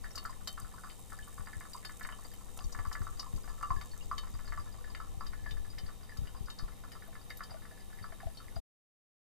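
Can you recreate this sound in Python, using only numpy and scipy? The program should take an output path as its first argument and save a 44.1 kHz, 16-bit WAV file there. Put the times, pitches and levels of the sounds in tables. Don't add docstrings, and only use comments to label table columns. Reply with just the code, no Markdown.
import sys
import numpy as np
from scipy import signal
from scipy.fft import rfft, irfft, next_fast_len
from scipy.io import wavfile

SR = 44100
rng = np.random.default_rng(int(sys.argv[2]) if len(sys.argv) > 2 else 0)


def to_wav(sig):
    pcm = np.clip(np.atleast_2d(sig), -1, 1) * 32767
    pcm = np.round(pcm).astype(np.int16)
    wavfile.write(sys.argv[1], SR, pcm.T)


N = 410571
TIME = np.arange(N) / SR
END_S = 8.605


def from_db(db):
    return 10 ** (np.asarray(db) / 20)


def rms_one(x):
    return x / np.sqrt(np.mean(x ** 2) + 1e-20)


def in_time(rows):
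    times, *columns = np.transpose(rows)
    return [np.interp(TIME, times, column) for column in columns]


def at_hz(points, hz):
    f, value = np.transpose(points)
    return np.interp(np.log(hz + 1), np.log(f), value)


def pan(left_db):
    return from_db(np.array([[left_db], [-left_db]]) / 2)


def add(out, s, sound):
    i = max(round(s * SR), 0)
    out[:, i:i + sound.shape[-1]] += sound[..., :N - i]


def resonate(x, hz, q):
    w = 2 * np.pi * min(hz, SR * .45) / SR
    a = np.sin(w) / (2 * q)
    return signal.lfilter([a, 0, -a], [1 + a, -2 * np.cos(w), 1 - a], x)


def resonate_twice(x, hz, q):
    return resonate(resonate(x, hz, q), hz, q)


def keep_side(x, side, hz):
    return signal.sosfilt(signal.butter(4, hz, side, fs=SR, output="sos"), x)


def coloured(spectrum, shape):
    size = next_fast_len(shape[-1])
    gain = from_db(at_hz(spectrum, np.arange(size // 2 + 1) * SR / size))
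    white = rfft(rng.standard_normal(shape), size)
    return rms_one(irfft(white * gain, size)[..., :shape[-1]])


def drift(per_s):
    return np.interp(TIME * per_s, np.arange(400), rng.standard_normal(400))


# f/Hz, level/dB (table levels are relative; the code sets the final loudness)
AIR_TONE = [(35, -29), (60, 3.5), (210, -4.5), (327, -11.5), (486, -12), (546, -14), (1170, -17),
            (1630, -31), (1740, -25), (2710, -24), (3670, -25.5), (4030, -26.5), (8870, -24.5),
            (14100, -27.5), (15500, -32)]
# f/Hz, likeness (1 the same, -1 opposite)
AIR_LIKENESS = [(60, -1.1), (200, -0.17), (500, 0.068), (1200, 0.56), (4000, 0.44), (15000, 0.054)]
def kitchen_air():
    size = next_fast_len(N)
    alike = np.clip(at_hz(AIR_LIKENESS, np.arange(size // 2 + 1) * SR / size), -1, 1)
    mid, side = rfft(coloured(AIR_TONE, (2, N)), size)
    spectrum = np.sqrt(1 + alike) * mid + np.sqrt(1 - alike) * side * [[1], [-1]]
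    return from_db(-58.49) * irfft(spectrum, size)[:, :N]


# f/Hz, width/Hz, level/dB
STEADY_NOTES = [(246, 15, -85.5), (491.2, 6.7, -71), (778, 20, -70.5), (1840, 21.5, -82.5), (3100, 41, -76),
                (3738, 68, -69.5), (4530, 33, -82)]
def steady_notes():
    white = rng.standard_normal(N) + 0.66 * rng.standard_normal((2, N))
    notes = sum(from_db(db) * rms_one(resonate(white, hz, hz / width)) for hz, width, db in STEADY_NOTES)
    return from_db(-2.5) * notes


# f/Hz, level/dB
HUM_TONES = [(100, -66.5), (200, -72.5)]
def mains_hum():
    return sum(from_db(db) * np.sqrt(2) * np.sin(2 * np.pi * hz * TIME) for hz, db in HUM_TONES)


def spits(per_s, jitter, scatter_db):
    unrest = jitter * np.repeat(rng.standard_normal(N // 400 + 1), 400)[:N] + .012 * drift(5)
    spits_so_far = np.cumsum(per_s * np.exp(unrest)) / SR
    ticks = np.diff(np.floor(spits_so_far), prepend=0)
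    sizes = from_db(scatter_db * rng.standard_normal(4000))
    ticks[ticks > 0] = sizes[:np.count_nonzero(ticks)]
    return ticks


# t/s, level/dB, f/Hz
SIZZLE_COURSE = [(0, -63.5, 7840), (1.2, -60.5, 8400), (2.3, -61, 7940), (3.2, -60.5, 7800),
                 (3.9, -62.5, 7500), (4.6, -63, 7600), (5.5, -66.5, 8000), (6.3, -66, 8700),
                 (7.3, -66.5, 9100), (8.6, -67, 9200)]
# f/Hz, width/Hz, level/dB
GAP_NOTES = [(6590, 300, 8), (8850, 200, -4), (9570, 67, -5.5), (10600, 230, -2.5)]
def sizzle():
    level_db, pitch = in_time(SIZZLE_COURSE)
    drying = np.interp(TIME, [3.6, 5.0], [1, .25])
    second_spot = from_db(-4.5) * spits(per_s=93, jitter=0.047, scatter_db=1.5)
    strays = from_db(-11) * spits(per_s=90, jitter=0.76, scatter_db=7.8)
    small_spots = drying * (second_spot + strays)
    all_spots = spits(per_s=84.5, jitter=0.011, scatter_db=0.9) + small_spots
    fall = from_db(-60 / (.027 * SR))
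    hiss = signal.lfilter([1], [1, -fall], all_spots) * rng.standard_normal((2, N))
    ticks = all_spots + from_db(-25.5) * hiss
    bands_hz = np.geomspace(7400, 9200, 3)
    place = np.interp(pitch, bands_hz, np.arange(3))
    body = sum(np.maximum(1 - abs(place - k), 0) * resonate_twice(ticks, hz, q=1.63)
               for k, hz in enumerate(bands_hz))
    ring = sum(from_db(db) * resonate(ticks, hz, hz / width) for hz, width, db in GAP_NOTES)
    bursts = small_spots * from_db(2.1 * rng.standard_normal((2, N))) + 1e-18
    crackle = resonate_twice(bursts, hz=12700, q=1.0)
    frying = from_db(level_db) * (rms_one(body) + from_db(-10.5) * rms_one(crackle))
    return pan(-0.35) * (frying + from_db(-77.5) * rms_one(ring))


# delay before stretching/s, level/dB
NEAR_ECHOES = [(.0009, -15), (.0016, -8), (.0029, -15.5)]
# t/s, factor
ECHO_STRETCH = [(0, 1.0), (2.3, 1.0), (3, 1.12), (4.3, 0.92), (5.5, 0.9), (8.6, 1.0)]
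def counter_echoes(sound, right_stretch):
    stretch, = in_time(ECHO_STRETCH)
    echoes = [sum(from_db(db) * np.interp(TIME - delay * stretch * side, TIME, channel)
                  for delay, db in NEAR_ECHOES)
              for channel, side in zip(sound, (1, right_stretch))]
    return sound + np.array(echoes)


# t/s, level/dB
HAND_COURSE = [(0, -45), (1.1, -49), (1.5, -45.5), (1.9, -49.5), (2.4, -45), (2.8, -41.5), (3.5, -40.5),
               (4.0, -42), (4.38, -38), (4.8, -42.5), (5.5, -38), (6.0, -44.5), (6.7, -45), (7.3, -48.5),
               (7.9, -49.5), (8.5, -46)]
# f/Hz, level/dB
RUMBLE_TONE = [(15, 2), (30, 2.5), (48, -2.5), (70, -8), (110, -14), (200, -28), (400, -29), (1000, -56.5)]
# t/s, level/dB
FINGER_BUMPS = [(0.628, -45), (1.396, -44), (1.566, -43.5), (2.646, -41.5), (2.787, -41.5), (2.867, -43.5),
                (3.005, -37.5), (3.337, -36.5), (3.358, -44), (3.705, -39.5), (3.72, -47), (3.765, -41.5),
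                (4.339, -45), (4.592, -46), (5.174, -44), (5.422, -45), (5.518, -43), (5.833, -42.5),
                (6.185, -41.5), (6.218, -38.5), (6.24, -51), (6.408, -40), (6.625, -39), (7.509, -52),
                (8.012, -47), (8.257, -42.5), (8.562, -42)]
def hand_on_microphone():
    level_db, = in_time(HAND_COURSE)
    shared, *own = coloured(RUMBLE_TONE, (3, N))
    sides = np.array([[1], [-0.37]])
    t, shake_peak_s = TIME[:SR // 4], 0.013
    knock = resonate(t * np.exp(-t / 0.001), hz=85, q=2.0)
    shake = t / shake_peak_s * np.exp(1 - t / shake_peak_s)
    knocks, shaking = np.zeros((2, N)), np.zeros((1, N))
    for s, db in FINGER_BUMPS:
        add(knocks, s, from_db(db + 11.5) * sides * knock / abs(knock).max())
        add(shaking, s, from_db(db + 8) * shake)
    unrest = from_db(level_db + 1.5 + 1.5 * drift(9))
    rumble = sides * shared + 0.28 * np.array(own)
    return knocks + np.hypot(unrest, shaking) * rumble


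# f/Hz, level/dB, time to fade by 60 dB/s
CARAFE_NOTES = [(493, -11, .18), (660, -6, .07), (785, -10, .13), (900, -9, .07), (990, -3, .07),
                (1057, 2.5, .1), (1105, -5, .07), (1165, 1, .14), (1236, -6, .09), (1314, 1, .12),
                (1358, -3, .09), (1400, -4, .08), (1467, -2, .1), (1505, -5, .07), (1731, 1.5, .18),
                (1770, -3, .09), (1810, -6, .07), (1863, -4, .09), (1935, -8, .07), (2035, -5, .07),
                (2089, -4, .1), (2205, -9, .08), (2820, -4, .08), (2925, -10, .1), (3054, -4, .16),
                (3110, -13, .2), (3618, -11, .14), (3770, -7, .15), (3980, -18, .05), (4443, -2, .12),
                (4578, -3, .07), (4835, -2, .09), (4878, -2, .11), (5060, -11, .06), (5760, -11, .05),
                (6268, -7, .07), (6850, -8, .07), (7585, -7, .06), (10950, -2, .05), (12780, 5, .05),
                (13800, 7, .05)]
# f/Hz, from t/s, to t/s, extra level/dB
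NOTE_SWELLS = [(1165, 2.6, 4.8, 3.5), (1467, 2.6, 4.8, -3), (3054, 5, 8.6, -6), (3110, 5, 8.6, 6),
               (4443, 5, 8.6, -6)]
# f/Hz, level/dB
ECHO_TONE = [(400, 8.5), (700, 13), (870, -0.5), (1100, 9), (1450, -8), (1620, -5.5), (1900, 0),
             (2500, -13), (3000, -17.5), (3500, -24.5), (4100, -16), (4900, -19.5), (5500, -9),
             (6000, -17.5), (8000, -14.5), (11000, -7.5), (13500, 4), (15500, -15.5)]
def in_carafe(drops, direct_db, notes_db, echo_db, echo_fade_s, room_db, room_fade_s,
              impact_db, scatter_db, build_s, spread=1.0):
    t = TIME[:SR // 8]
    hz, note_db, fade_s = CARAFE_NOTES_COLUMNS = np.transpose(CARAFE_NOTES)
    notes = from_db(note_db[:, None] - 60 * t / fade_s[:, None]) * np.exp(2j * np.pi * hz[:, None] * t)
    chance = rng.standard_normal((len(drops), 3, len(hz)))
    strength = from_db(scatter_db * chance[:, :1]) * np.exp(1j * spread * chance[:, 1:])
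    when = np.array(drops)[:, 0]
    for note_hz, start, end, db in NOTE_SWELLS:
        strength[(when > start) & (when < end), :, np.argmin(abs(hz - note_hz))] *= from_db(db)
    rings = (strength.reshape(-1, len(hz)) @ notes).real.reshape(len(drops), 2, -1)
    noise = coloured(ECHO_TONE, (len(drops), 3, len(t)))
    echo = (noise[:, :1] + spread * noise[:, 1:]) * from_db(echo_db - 60 * t / echo_fade_s)
    room = noise[:, 1:] * from_db(room_db - 60 * t / room_fade_s)
    answers = from_db(notes_db) * rings * (1 - np.exp(-t / (.06 * build_s)))
    answers += (echo + room) * (1 - np.exp(-t / build_s))
    answers[:, :, 0] += from_db(direct_db)
    impacts = from_db(impact_db) * resonate_twice(answers, hz=1380, q=0.48)
    out = np.zeros((2, N))
    for (s, db, pitch, q), answer, impact in zip(drops, answers, impacts):
        drop = resonate_twice(answer, pitch, q) + impact
        opening_rms = np.sqrt(np.mean(drop[:, :SR // 50] ** 2))
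        add(out, s, from_db(db) * drop / opening_rms)
    return out


# t/s, level/dB, f/Hz
TRICKLE_COURSE = [(0, -54, 1320), (1.0, -65.5, 1260), (2.1, -61, 1450), (3.2, -59.5, 1220),
                  (4.5, -58.5, 1210), (6.0, -62.5, 1680), (7.4, -61, 1575), (8.6, -70, 1537)]
def small_drops(count, spread_db=4.5, spread_octaves=0.41, q=2.0):
    when, size, pitch = rng.random((count, 3)).T
    when = (np.arange(count) + when) * END_S / count
    s, db, hz = np.transpose(TRICKLE_COURSE)
    levels = np.interp(when, s, db) + spread_db * (2 * size - 1)
    pitches = np.interp(when, s, hz) * 2 ** (spread_octaves * (2 * pitch - 1))
    return [(*drop, q) for drop in zip(when, levels, pitches)]


def trickle(small):
    return from_db(-1.5) * in_carafe(
        small, direct_db=2.5, notes_db=-5, echo_db=4, echo_fade_s=.1, room_db=-8.5, room_fade_s=.35,
        impact_db=-5.5, scatter_db=5.5, build_s=.004)


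def glass_ring(full, small):
    nudges = [(s, -49.5 + 0.4 * db + near_wall_db, 4860, 6)   # t/s, level/dB, f/Hz, sharpness
              for group, near_wall_db in ((full, 0), (small[::5], 10)) for s, db, _, _ in group]
    return pan(1.7) * in_carafe(
        nudges, direct_db=-2, notes_db=6, echo_db=3.5, echo_fade_s=.07, room_db=-19, room_fade_s=.4,
        impact_db=-39.5, scatter_db=3, build_s=.002)


# t/s, level/dB, bubble f/Hz, sharpness (low splashes, high plinks)
FULL_DROPS = [(0.043, -48, 1690, 2.9), (0.101, -75.5, 1170, 2), (0.174, -46, 1190, 2),
              (0.251, -40, 1400, 3), (0.293, -48, 1040, 3), (0.328, -59, 1740, 1.6),
              (0.473, -47, 1250, 0.41), (0.577, -45.5, 1290, 2.1), (0.646, -53.5, 1380, 3.4),
              (0.739, -52, 1110, 3.3), (0.781, -53.5, 1430, 4.6), (0.836, -48, 1280, 1.8),
              (0.844, -49.5, 1290, 5.3), (0.872, -54.5, 1300, 1.8), (1.1, -62, 1760, 2.2),
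              (1.121, -47, 1340, 2.1), (1.188, -50, 1670, 5.5), (1.277, -55.5, 1280, 1.5),
              (1.379, -49.5, 1330, 2.1), (1.405, -53.5, 1200, 1.1), (1.471, -47.5, 1590, 0.85),
              (1.531, -49, 1770, 2.8), (1.608, -49, 1620, 0.76), (1.652, -51.5, 1240, 1.3),
              (1.746, -44.5, 1050, 2.6), (1.894, -49.5, 1690, 1.3), (2.01, -45, 1670, 1.7),
              (2.049, -43, 1730, 0.98), (2.089, -44.5, 1640, 0.68), (2.123, -49, 1150, 1.1),
              (2.188, -55, 1090, 1.6), (2.41, -57, 1060, 2), (2.604, -52, 1160, 2.3),
              (2.748, -45.5, 1560, 1.1), (2.789, -43, 1200, 0.57), (2.851, -42, 1240, 1.5),
              (2.914, -44, 1250, 1), (2.952, -41, 1620, 1.5), (3.017, -49, 1290, 1.2),
              (3.068, -43.5, 1280, 2.4), (3.193, -50, 1100, 3.4), (3.228, -49, 1224, 8.6),
              (3.262, -51, 1030, 5.5), (3.477, -50, 1250, 0.53), (3.499, -51.5, 1200, 3.2),
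              (3.61, -47.5, 1180, 1.8), (3.628, -34.5, 1225, 4.2), (3.651, -57.5, 1210, 1.9),
              (3.687, -58.5, 1180, 2.1), (3.704, -30.5, 1087, 3.8), (3.762, -51.5, 1696, 9.2),
              (3.79, -63, 1750, 4.9), (3.813, -52, 1160, 4.3), (4.113, -34, 1220, 3),
              (4.18, -48, 1210, 4.8), (4.237, -54, 1360, 1.2), (4.272, -54, 1350, 0.47),
              (4.35, -55.5, 1270, 1.1), (4.391, -54, 1560, 0.66), (4.475, -54.5, 1620, 2.1),
              (4.522, -43.5, 1560, 1.6), (4.575, -42, 1290, 1.7), (4.661, -57, 1270, 1.3),
              (4.784, -56.5, 1070, 3.9), (4.842, -53, 1720, 3.9), (4.948, -52.5, 2130, 4.8),
              (5.001, -44, 1260, 2.5), (5.045, -57, 1200, 3.3), (5.208, -42, 1185, 2.7),
              (5.263, -61, 1200, 1), (5.333, -50.5, 1690, 1.4), (5.438, -60, 1780, 3.8),
              (5.461, -44, 1690, 9.1), (5.569, -55, 1770, 3.1), (5.648, -59.5, 1670, 4.3),
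              (5.78, -55, 1960, 1.9), (5.861, -60, 1750, 1.4), (5.889, -52.5, 1400, 1.6),
              (6.076, -72, 1700, 1.1), (6.094, -56.5, 1960, 4.2), (6.119, -52.5, 1750, 8.9),
              (6.254, -62, 1750, 2), (6.347, -52, 1060, 1.8), (6.482, -49.5, 1380, 2.4),
              (6.594, -50.5, 1340, 2.2), (6.634, -57, 1120, 2.5), (6.683, -56, 1500, 2.3),
              (6.837, -51.5, 1360, 2.8), (6.952, -52, 1320, 2.8), (7.022, -54.5, 1710, 1.8),
              (7.153, -51.5, 1550, 1), (7.305, -46, 2100, 2.2), (7.406, -42, 1380, 2.2),
              (7.496, -57, 1410, 0.55), (7.621, -58, 1620, 1.3), (7.652, -54, 1550, 1.5),
              (7.711, -58, 1700, 4.5), (7.774, -61, 1730, 2.5), (7.928, -57, 1580, 2),
              (7.987, -55.5, 1950, 3), (8.041, -45.5, 1320, 2), (8.122, -53, 1720, 1.2),
              (8.202, -52, 1700, 1.4), (8.278, -69, 1730, 3), (8.401, -54, 1340, 2.5),
              (8.482, -57.5, 2020, 3.3)]
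def drips():
    sound = in_carafe(
        FULL_DROPS, direct_db=18, notes_db=-5, echo_db=12, echo_fade_s=.045, room_db=-0.5,
        room_fade_s=.32, impact_db=-19, scatter_db=2, build_s=.0018, spread=.33)
    mellow = keep_side(sound, "low", hz=2700)
    return pan(0.283) * from_db(-1.02) * keep_side(mellow, "high", hz=760)


# t/s, level/dB, f/Hz, sharpness (low splats, high ticks)
SPATTER_HITS = [(0.107, -57, 5530, 11), (0.156, -46, 5800, 1.4), (0.178, -45, 4500, 1.1),
                (0.254, -56, 4800, 1.7), (0.474, -40.5, 4900, 0.91), (0.899, -57, 3100, 1.6),
                (1.225, -60, 3000, 3.1), (1.733, -50, 5740, 0.76), (1.849, -48, 3700, 0.6),
                (1.852, -48.5, 4830, 6.7), (2.032, -56, 4500, 0.74), (2.123, -57.5, 2950, 3.7),
                (2.247, -55, 4680, 25), (2.336, -57.5, 5440, 0.33), (2.641, -56, 5460, 2.7),
                (2.723, -51, 6200, 2.5), (2.927, -50.5, 5500, 1.3), (3.195, -41.5, 5100, 3),
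                (3.361, -60.5, 5300, 1), (3.432, -65, 4900, 8), (3.632, -59, 2820, 16),
                (3.812, -51, 3160, 0.62), (3.912, -59, 4680, 6.4), (4.007, -57, 2760, 4.9),
                (4.18, -44.5, 3870, 0.93), (4.454, -60, 4870, 8), (4.477, -58, 5230, 1.7),
                (4.722, -63.5, 4760, 10), (4.949, -49, 2780, 0.89), (5.266, -53, 4500, 1.1),
                (5.509, -50.5, 3440, 1.3), (5.701, -57.5, 4860, 8), (5.784, -50.5, 4200, 1.2),
                (5.863, -60, 4700, 3), (6.093, -66, 4800, 8), (6.171, -55, 4860, 1.2),
                (6.272, -56, 3020, 0.66), (6.459, -61, 5460, 1.7), (6.494, -68, 4970, 2.2),
                (6.501, -50, 4500, 1.2), (6.587, -50, 5000, 2.6), (6.918, -55.5, 3750, 0.56),
                (7.302, -52.5, 4170, 0.86), (7.371, -53.5, 7900, 0.59), (7.436, -53.5, 5400, 1),
                (7.506, -55.5, 4750, 9.2), (8.027, -60.5, 4740, 9.1), (8.372, -54, 4300, 2.3),
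                (8.558, -54.5, 4800, 7.6)]
def spatter():
    return pan(2.8) * from_db(0.5) * in_carafe(
        SPATTER_HITS, direct_db=12.5, notes_db=-2, echo_db=15, echo_fade_s=.07, room_db=-13,
        room_fade_s=.4, impact_db=-26, scatter_db=6.5, build_s=.0012)


def dry_bursts(rows, gain_db, fade_s):
    t, out = TIME[:SR // 20], np.zeros((2, N))
    for s, db, hz, q in rows:
        shared, *own = rng.standard_normal((3, len(t))) * from_db(-60 * t / fade_s)
        burst = resonate_twice(shared + 0.17 * np.array(own), hz, q)
        add(out, s, from_db(db + gain_db) * burst / abs(burst).max())
    return out


# t/s, level/dB
PLATE_SNAPS = [(0.239, -44), (0.53, -48), (0.994, -48), (1.279, -45), (1.896, -51), (1.998, -43),
               (2.265, -50), (2.789, -53), (2.902, -51), (4.301, -51), (7.078, -47)]
def snaps(hz=13000, q=1.5):
    return dry_bursts([(s, db, hz, q) for s, db in PLATE_SNAPS], gain_db=-1.5, fade_s=0.028)


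# t/s, level/dB, f/Hz, sharpness
CLOSE_CLICKS = [(2.5748, -32, 8300, 0.87), (2.574, -42, 835, 2.1), (2.5888, -35.5, 760, 1.8),
                (2.5902, -34, 3300, 1.1), (7.514, -43, 780, 1.3), (8.564, -38.5, 900, 0.96)]
def close_clicks():
    return dry_bursts(CLOSE_CLICKS, gain_db=-4, fade_s=0.029)


# t/s, level/dB, f/Hz
BIG_BUBBLES = [(5.141, -64.5, 745), (7.082, -61.5, 664), (7.515, -58.5, 703), (7.543, -54.5, 643),
               (7.718, -64, 650), (8.124, -59.5, 675), (8.231, -53.5, 700), (8.27, -50.5, 670),
               (8.565, -53, 700)]
def glugs(q=5.7):
    bubbles = [(s, db, hz, q) for s, db, hz in BIG_BUBBLES]
    return pan(9.9) * from_db(1.5) * in_carafe(
        bubbles, direct_db=46, notes_db=7.5, echo_db=2.5, echo_fade_s=.034, room_db=-13,
        room_fade_s=.14, impact_db=-28.5, scatter_db=5.5, build_s=.0015, spread=.99)


def scene():
    small = small_drops(count=150)
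    coffee = drips() + trickle(small) + glass_ring(FULL_DROPS, small) + glugs() + spatter()
    sizzling = counter_echoes(sizzle(), right_stretch=0.61)
    plate = from_db(-2.5) * keep_side(sizzling, "high", hz=5900)
    hand = hand_on_microphone()
    kitchen = kitchen_air() + steady_notes() + mains_hum()
    return coffee + plate + hand + kitchen + snaps() + close_clicks()


def record(dry):
    fade_s, cutoff_hz = .02, 15400
    fade = np.clip((END_S - TIME) / fade_s, 0, 1)
    return signal.sosfilt(signal.ellip(10, .2, 70, cutoff_hz, fs=SR, output="sos"), dry * fade)


dry = scene()
out = record(dry)
to_wav(out)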